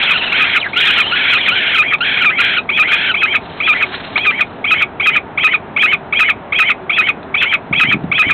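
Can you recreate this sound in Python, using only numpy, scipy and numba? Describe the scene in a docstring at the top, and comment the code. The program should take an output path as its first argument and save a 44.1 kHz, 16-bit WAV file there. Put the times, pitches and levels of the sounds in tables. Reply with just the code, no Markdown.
"""First a dense chatter of falcons at feeding time in a nest box, then one bird's short double calls.
In each call the two sides of the syrinx whistle apart, break up and lock an octave apart; a second bird
screams early on in uneven pulses, with wavering whines and one falling squeal, each a single gliding voice.
Feathers rustle and feet knock as shaped noise, and close walls answer with a brief random echo.
Thumps, rumble and hiss lie beneath; a narrow-band nest camera with a limiter hears it all."""
import sys
import numpy as np
from scipy import signal
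from scipy.fft import rfft, irfft
from scipy.io import wavfile
from scipy.ndimage import uniform_filter1d
from numba import njit

SR = 44100
rng = np.random.default_rng(int(sys.argv[2]) if len(sys.argv) > 2 else 0)


def to_wav(s):
    """Save 16-bit WAV."""
    ch = np.atleast_2d(s).T  # columns
    pcm = np.round(np.clip(ch, -1, 1) * 32767)  # PCM
    wavfile.write(sys.argv[1], SR, pcm.astype(np.int16))


N = 367353
T = np.arange(N) / SR

# Outdoor air around the box. Each row: frequency in Hz, relative level in dB.
AIR_SPECTRUM = [(25, -15), (50, -8.5), (80, -1.5), (130, -0.5), (280, 2), (330, -3.5), (400, 1.5),
                (520, -4), (680, 1.5), (1000, -4), (1600, -9.5), (2500, -18), (3500, -24.5), (4400, -36.5)]
AIR_DB = -30
# Hollow resonances of the box in the background. Each row: frequency in Hz, width in Hz, level in dB.
BOX_RESONANCES = [(166, 10, -49), (371.5, 22, -44.5), (903, 15, -47)]
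# Low thumps. Each row: time in seconds, level in dB.
THUMPS = [(7.713, -9), (7.848, -12), (7.887, -11.5), (7.946, -8.5), (7.956, -10.5), (7.969, -11.5),
          (8.043, -8), (8.1, -17), (8.269, -10.5)]
# Rumble after a thump. Each row: frequency in Hz, relative level in dB.
RUMBLE_SPECTRUM = [(40, -23.5), (90, -4), (160, 3.5), (280, -4), (420, -15.5), (800, -45)]

# Wings and feathers brushing the box. Each row: loudest moment in seconds, half length in seconds, level in dB.
WING_STROKES = [(.25, 0.34, -20), (1.022, .2, -20), (1.42, 0.16, -22), (2.5, 0.13, -38.5),
                (3.9, 0.47, -28.5), (3.945, 0.032, -26)]
# Brushing feathers. Each row: frequency in Hz, relative level in dB.
FEATHER_SPECTRUM = [(200, -12), (700, -6), (1600, 1), (2600, -1.5), (3700, -1.5), (4400, -7)]
# Talons and wing tips knocking on gravel and walls. Each row: time in seconds, level in dB.
KNOCKS = [(.028, -4), (0.043, -28), (1.334, -18), (1.984, -24), (3.931, -15), (4.177, -2), (7.229, -29.5),
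          (8.037, -33)]
# Dry knocks. Each row: frequency in Hz, relative level in dB.
KNOCK_SPECTRUM = [(200, -16.5), (450, -10), (750, 0.5), (1200, -2.5), (2600, -1.5), (3700, -2),
                  (4400, -4.5)]

# One falling squeal: its pitch sinks from the first value towards the second.
SQUEAL_START_S, SQUEAL_LENGTH_S, SQUEAL_SINK_S = .597, .083, .039
SQUEAL_FIRST_HZ, SQUEAL_END_HZ, SQUEAL_DB = 4070, 1240, -17
# Wavering whines. Each row: start in seconds, length in seconds, swings per second, trough in Hz,
# first crest in Hz, last crest in Hz, relative level in dB.
WHINES = [ (0.015, .305, 14.8, 2620, 3570, 2850, -16.5), (.762, .355, 13.8, 2820, 3750, 3080, -16),
          (1.354, .25, 12.5, 2880, 3692, 3236, -18.5), (1.675, .06, 7.7, 2840, 3355, 3340, -20)]

# Harsh screams of the second bird. Each row: start in seconds, length in seconds, relative level in dB,
# extra roughness of the opening note (ratio).
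SCREAMS = [(-.08, .255, -3, 0), (0.328, 0.26, -2.5, 0), (0.763, 0.24, -0.5, 0), (1.121, 0.23, 1, .1),
           (1.513, .26, 0.5, .1), (2.008, .228, -.5, 0.08), (2.385, 0.21, 1, .2), (2.873, 0.25, 0.5, .8)]
# Course of a scream. Each row: share of the scream (0-1), mean pulse rate in Hz, relative level in dB,
# roughness (ratio).
SCREAM_COURSE = [(0, 1337, -8.5, .2), (.09, 1467, -9, 0.3), (.14, 1443, -14.5, 0.6),
                 (.17, 850.7, -14.5, 1.), (0.551, 773.4, -16, 1.), (0.849, 807.4, -17, 1.1),
                 (0.881, 1513, -11.5, .6), (.94, 1407, -7.5, 0.4), (1, 1278, -14.5, 0.4)]
# Throat and beak of the screaming bird. Each row: frequency in Hz, gain in dB.
SCREAM_THROAT = [(700, -31), (1100, -16.5), (1380, -2), (1700, -1.5), (2050, 2.5), (2400, 3.5),
                 (2800, -3.5), (3300, 2), (3650, -9.5), (4300, -17.5)]

# Double calls of the main bird. Each row: start in seconds, first arch, middle yelp and second arch
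# lengths in seconds, pitch shift of the first arch in Hz, relative levels of chip, arches and middle yelp in dB.
DOUBLE_CALLS = [ (-.12, 0.067, 0.027, 0.12, -3.5, 0.5, -5, -12),
                (.322, .071, .036, 0.12, -70, -1, -0.5, -4), (.733, 0.13, .027, 0.098, 0.5, -6, -4.5, -7),
                (1.256, 0.076, .027, 0.11, -90.5, -9.5, -0.5, -3.5),
                (1.712, 0.06, .039, .110, -100, -10, -0.5, 0),
                (2.171, .068, .051, 0.098, -120, -2.5, -1.5, -2.5),
                (2.692, 0.086, .038, 0.1, 48, 1, -0.5, 1.5), (3.143, .072, .026, 0.097, 17.5, 1, -1, 0),
                (3.603, 0.068, .048, 0.091, 69.5, -1, 0.5, -1.5),
                (4.159, 0.09, .046, 0.099, 0.5, 2.5, -3.5, -2),
                (4.644, 0.056, .026, 0.08, -49.5, -1, .5, 2), (5.0, 0.054, .028, 0.067, -82, 0, -0.5, 5.5),
                (5.377, .051, .031, 0.067, -64.5, 0.5, 0, 9.5), (5.765, .055, .025, .071, -50, 1.5, 2, 3.5),
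                (6.127, 0.063, .025, .067, -46, 1, 2.5, 8.5), (6.524, .062, .025, .077, 12.5, 0, 2, 9),
                (6.897, 0.073, .027, 0.076, 98.5, 1.5, -0.5, 2.5),
                (7.344, 0.068, .017, .095, 117, 1.5, 0, -2), (7.729, 0.066, .026, 0.089, 19.5, 1.5, 2, 7.5),
                (8.117, 0.06, .033, .082, 30, 2, 0.5, 8)]
# The five parts of a double call, in order. Each row: share of the part (0-1), low and high voice in Hz
# before each call's own shifts, their relative levels in dB, basic roughness (ratio).
CHIP = [(0, 1094, 2189, -17.5, -9, .15), (.75, 1292, 2558, -18, -8, .12)]
FIRST_ARCH = [(0, 2110, 2525, -25, -17.5, 0.32), (0.097, 2208, 2688, -11.5, -26, 0.18),
              (.3, 2344, 3170, -14.5, -20, 0.079), (0.579, 2545, 3380, -13.5, -20.5, 0.033),
              (0.738, 2463, 3247, -10, -19.5, 0.21), (.88, 2106, 2631, -8, -15, 0.884)]
MIDDLE_YELP = [(0, 1304, 2571, -12, -7, .35), (.2, 1298, 2576, -13, -1.5, 0.035),
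               (.7, 1231, 2448, -19, -4.5, 0.072)]
SECOND_ARCH = [(0, 1273, 2566, -13.5, -8, 0.33), (.12, 1994, 2598, -14.5, -19.5, .35),
               (0.301, 2170, 2950, -12, -23, 0.14), (.6, 2350, 3150, -16, -19, 0.035),
               (0.783, 2274, 3042, -9.5, -16, .22), (0.922, 1859, 2489, -8, -20.5, .9)]
LAST_YELP = [(0, 1315, 2494, -14, -3.5, .35), (0.501, 1233, 2523, -17.5, -3, 0.089),
             (.99, 1167, 2238, -16, -9.5, 0.28)]
# Throat and beak of the calling bird. Each row: frequency in Hz, gain in dB.
CALL_THROAT = [(800, -18), (1280, 0.5), (1700, -1), (2250, 1), (2550, -1), (2800, -4), (3250, 4.5),
               (3800, -5), (4300, -6)]
CHIP_S, LAST_YELP_S, ATTACK_S, RELEASE_S = .015, .016, .003, .005
# A yelp longer than usual sags in pitch: usual length, sag of the high voice per second of extra length.
YELP_S, YELP_SAG_HZ_PER_S = 0.0279, 5500
# A yelp shorter than this never locks and stays a rasp; the second value is its added roughness.
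LOCK_S, UNLOCKED_ROUGH = .02, 0.51
# The longer the second arch, the higher it swings: usual length, lift per doubling of length.
ARCH_S, LOW_LIFT_HZ, HIGH_LIFT_HZ = .085, 222.1, 319.9
# The arches start out hoarse and clear as the bird calms: extra roughness, calm roughness, calming time.
HOARSE_EXCITED, HOARSE_CALM, CALMING_S = .33, .06, 1.5
# After a long yelp the second arch starts flat and its high voice is weak: per second of extra yelp.
SPENT_HZ_PER_S, SPENT_DB_PER_S = 11000, 420


def undb(db):
    """Decibels to gain."""
    return 10 ** (np.asarray(db) / 20)


def unit(x):
    """Scale to rms 1."""
    return x / np.sqrt(np.mean(x ** 2))


def add(out, x, start):
    """Mix x in from a start time, dropping what falls outside."""
    i = int(start * SR)
    a, b = max(i, 0), min(i + len(x), N)
    out[a:b] += x[a - i:b - i]


def colour(x, points):
    """Filter with a spectrum of (Hz, dB) points, joined along log frequency."""
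    hz, db = np.transpose(points)
    f = np.maximum(np.arange(N // 2 + 1) * SR / N, 1)
    return irfft(rfft(x) * undb(np.interp(np.log(f), np.log(hz), db)), N)


def noise(points):
    """Noise of rms 1 with a spectrum of (Hz, dB) points."""
    return unit(colour(rng.standard_normal(N), points))


def flutter(count, hz):
    """Random motion of rms 1, low-passed at hz."""
    lead = 4096  # samples for the filter to settle
    low_pass = signal.butter(2, hz, fs=SR, output="sos")
    return unit(signal.sosfilt(low_pass, rng.standard_normal(count + lead))[lead:])


def background():
    """Steady outdoor rumble and hiss, with the hollow tones of the box as randomly swelling sines."""
    hollow = np.zeros(N)
    for hz, width, db in BOX_RESONANCES:
        hollow += undb(db) * np.sqrt(2) * flutter(N, width / 2) * np.sin(2 * np.pi * hz * T)
    return undb(AIR_DB) * noise(AIR_SPECTRUM) + hollow


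def buffeting(push_s=0.0011, rumble_db=-15, rumble_s=0.086):
    """Low irregular thumps, like gusts on the microphone: each is one swing of pressure and a short rumble."""
    pushes, rumble = np.zeros(N), np.zeros(N)
    for s, db in THUMPS:
        age = T - s
        pushes -= undb(db) * (1 - (age / push_s) ** 2) * np.exp(-(age / push_s) ** 2 / 2)
        tail = undb(db + rumble_db) * (age >= 0) * np.exp(-np.abs(age) / rumble_s)
        rumble = np.maximum(rumble, tail)
    return pushes + rumble * noise(RUMBLE_SPECTRUM)


def nest_box(x, early_db=-15, early_t60=0.11, late_db=-21, late_t60=0.12):
    """Close walls return a dense quick echo and a fainter, slightly longer ring."""
    t = np.arange(SR // 4) / SR
    first_wall_s = 0.00202  # about 0.7 m of extra path
    echo = np.zeros(len(t))
    for db, t60 in ((early_db, early_t60), (late_db, late_t60)):
        ring = rng.standard_normal(len(t)) * (t > first_wall_s) * np.exp(-np.log(1000) * t / t60)
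        echo += undb(db) * ring / np.linalg.norm(ring)
    return x + signal.fftconvolve(x, echo)[:N]


def movements(patchy_db=3.0, knock_s=0.0056, stirring_db=-59):
    """Feathers brush in uneven strokes over a faint stirring; each knock is a short dry burst."""
    strokes = undb(stirring_db) + sum(undb(db) * np.exp(-((T - s) / half) ** 2) for s, half, db in WING_STROKES)
    brush = strokes * undb(patchy_db * flutter(N, 29))
    knocks = sum(undb(db) * (T >= s) * np.exp(-np.abs(T - s) / knock_s) for s, db in KNOCKS)
    return brush * noise(FEATHER_SPECTRUM) + knocks * noise(KNOCK_SPECTRUM)


def call_time(length):
    """Time axis of one call with its attack and release."""
    return np.arange(-ATTACK_S, length + 5 * RELEASE_S, 1 / SR)


def gate(t, length):
    """Air flow starts abruptly just before 0 and dies away after length."""
    return np.clip(1 + t / ATTACK_S, 0, 1) * np.exp(-np.maximum(t - length, 0) / RELEASE_S)


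def membrane(hz, db, rough, swing_hz=480, chaos_hz=520, shimmer=0.34):
    """One side of the syrinx as a rotating phasor; roughness shakes its pitch and its swing."""
    smooth_hz = uniform_filter1d(hz, size=130)  # about 3 ms
    pitch = smooth_hz + rough * swing_hz * flutter(len(hz), chaos_hz)
    shake = rough * shimmer
    swing = (1 + shake * flutter(len(hz), chaos_hz)) / np.sqrt(1 + shake ** 2)
    return undb(db) * swing * np.exp(2j * np.pi * np.cumsum(pitch) / SR)


def squeal(rough=0.34, tremor_db=4.0, edge_db=-5):
    """A thin voice slides down, fast at first, with a trembling level that arches up halfway."""
    t = call_time(SQUEAL_LENGTH_S)
    pitch = SQUEAL_END_HZ + (SQUEAL_FIRST_HZ - SQUEAL_END_HZ) * np.exp(-t / SQUEAL_SINK_S)
    arch_db = edge_db * (2 * t / SQUEAL_LENGTH_S - 1) ** 2
    level_db = SQUEAL_DB + arch_db + tremor_db * flutter(len(t), 90)
    out = np.zeros(N)
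    voice = membrane(pitch, level_db, rough).imag
    add(out, voice * gate(t, SQUEAL_LENGTH_S), SQUEAL_START_S - ATTACK_S)
    return out


def whines(rough=0.25, tremor_db=2.5, trough_db=3.0, fade_db=-4):
    """A single high voice swings quickly up and down, stronger in the troughs; swings shrink and fade."""
    out = np.zeros(N)
    for start, length, rate, trough_hz, first_hz, last_hz, db in WHINES:
        t = call_time(length)
        swing = np.sin(np.pi * rate * t) ** 2
        crest_hz = np.interp(t, [0, length], [first_hz, last_hz])
        pitch = trough_hz + swing * (crest_hz - trough_hz)
        level_db = db + trough_db * (.5 - swing) + fade_db * (t / length - .5)
        level_db = level_db + tremor_db * flutter(len(t), 90)
        add(out, membrane(pitch, level_db, rough).imag * gate(t, length), start - ATTACK_S)
    return out


def screams(jitter=0.077, jitter_hz=450, wander=0.072, rasp_db=-8, throb_db=1.0,
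            cracked_db=-14, swell_s=.03, count=5):
    """A second bird: a clear low note drops into slower, very uneven pulses (a rasp), then clears again."""
    shares, *course = np.transpose(SCREAM_COURSE)
    out = np.zeros(N)
    for start, length, db, cracked in SCREAMS:
        t = call_time(length)
        rate, level_db, rough = (np.interp(t / length, shares, c) for c in course)
        opening_rough = np.clip(cracked + rough[0], 0, 1) * (t < length / 2)
        rough = np.maximum(rough, opening_rough)
        # the more cracked the opening, the more the scream swells in instead of starting on a clear note
        level_db = level_db + cracked * cracked_db * np.exp(-np.abs(t) / swell_s)
        unevenness = jitter * flutter(len(t), jitter_hz) + wander * flutter(len(t), 35)
        phase = 2 * np.pi * np.cumsum(rate * (1 + rough * unevenness)) / SR
        voice = np.zeros(len(t))
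        for k in range(1, count + 1):
            # turbulence shakes each harmonic separately
            turbulence = 1 + rough * undb(rasp_db) * flutter(len(t), 400)
            voice += np.sin(k * phase + rng.uniform(0, 2 * np.pi)) * turbulence
        effort_db = db + level_db + throb_db * flutter(len(t), 34)
        add(out, voice * undb(effort_db) * gate(t, length), start - ATTACK_S)
    return colour(out, SCREAM_THROAT) * undb(-1.5)


def syrinx(low_hz, high_hz, low_db, high_db, rough, sum_db, rasp_db, rasp_hz=1100):
    """Both sides share one air stream, which adds their sum tone and a skirt of turbulence."""
    low, high = membrane(low_hz, low_db, rough), membrane(high_hz, high_db, rough)
    turbulence = undb(rasp_db) * np.sqrt(rough) * flutter(len(rough), rasp_hz)
    return np.imag((low + high) * (1 + turbulence) + undb(sum_db) * low * high)


def double_calls(quaver_hz=24, tremor_db=2.0, second_arch_db=-1.5, breakup=.04):
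    """A chip, a two-voiced arch that collapses into a yelp, then a second arch and a short yelp."""
    parts = (CHIP, FIRST_ARCH, MIDDLE_YELP, SECOND_ARCH, LAST_YELP)
    stages = [k + row[0] for k, part in enumerate(parts) for row in part]
    course = np.vstack(parts)[:, 1:].T
    out = np.zeros(N)
    for start, arch1_s, yelp_s, arch2_s, shift_hz, chip_db, arch_db, yelp_db in DOUBLE_CALLS:
        marks = np.cumsum([0, CHIP_S, arch1_s, yelp_s, arch2_s, LAST_YELP_S])
        t = call_time(marks[-1])
        # stage counts through the parts: 0-1 chip, 1-2 first arch, and so on
        stage = np.interp(t, marks, np.arange(len(marks)))
        low, high, low_db, high_db, rough = (np.interp(stage, stages, c) for c in course)
        # rounded weights, each rising and falling within its own part
        arch1, yelp, arch2 = (np.sqrt(np.abs(np.sin(np.pi * np.clip(stage - k, 0, 1)))) for k in (1, 2, 3))
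        sag = YELP_SAG_HZ_PER_S * (yelp_s - YELP_S) * yelp ** 2
        lift = arch2 * np.log2(arch2_s / ARCH_S)
        spent = arch2 * max(yelp_s - YELP_S, 0)
        flat = SPENT_HZ_PER_S * spent * np.interp(t, marks[3:5], [1, 0])
        hoarse = HOARSE_CALM + HOARSE_EXCITED * np.exp(-(start / CALMING_S) ** 2)
        hoarse = hoarse + arch2 * breakup * rng.exponential()
        # in the arches the two sides are unlocked, and each quavers on its own
        free = arch1 + arch2
        low = low - sag / 2 - flat + arch1 * shift_hz + lift * LOW_LIFT_HZ
        low = low + free * quaver_hz * flutter(len(t), 70)
        high = high - sag + arch1 * shift_hz + lift * HIGH_LIFT_HZ
        high = high + free * quaver_hz * flutter(len(t), 70)
        high_db = high_db - SPENT_DB_PER_S * spent
        rough = np.abs(rough + free * hoarse + yelp * (yelp_s < LOCK_S) * UNLOCKED_ROUGH)
        voice = syrinx(low, high, low_db, high_db, rough, sum_db=-2.0, rasp_db=-12.5)
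        effort_db = (stage < 1) * chip_db + free * arch_db + yelp * yelp_db + arch2 * second_arch_db
        effort_db = effort_db + free * tremor_db * flutter(len(t), 83)
        add(out, voice * undb(effort_db) * gate(t, marks[-1]), start - ATTACK_S)
    return colour(out, CALL_THROAT) * undb(-.5)


def scene():
    """The birds in their box, with the thumps and the background outside its echo."""
    birds = double_calls() + screams() + whines() + squeal() + movements()
    return (nest_box(birds) + buffeting() + background())[None]


@njit
def peak_hold(x, keep):
    """Follows each peak at once and lets go slowly."""
    held, e = np.empty(len(x)), 0.
    for i in range(len(x)):
        e = max(abs(x[i]), e * keep)
        held[i] = e
    return held


def record(dry, release_s=0.0077, band_hz=4104, ceiling=.72, top_hz=15800):
    """The camera passes only a narrow band; a limiter snaps at the loud peaks and spits a little treble."""
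    narrow = signal.sosfilt(signal.cheby1(12, .3, band_hz, fs=SR, output="sos"), dry[0])
    held = peak_hold(narrow, np.exp(-1 / (release_s * SR)))
    limited = narrow * ceiling / np.maximum(held, ceiling)
    # the limiter's treble is cut off only at the top of the range
    return signal.sosfilt(signal.ellip(8, .2, 70, top_hz, fs=SR, output="sos"), limited)[None]


dry = scene()
out = record(dry)
to_wav(out)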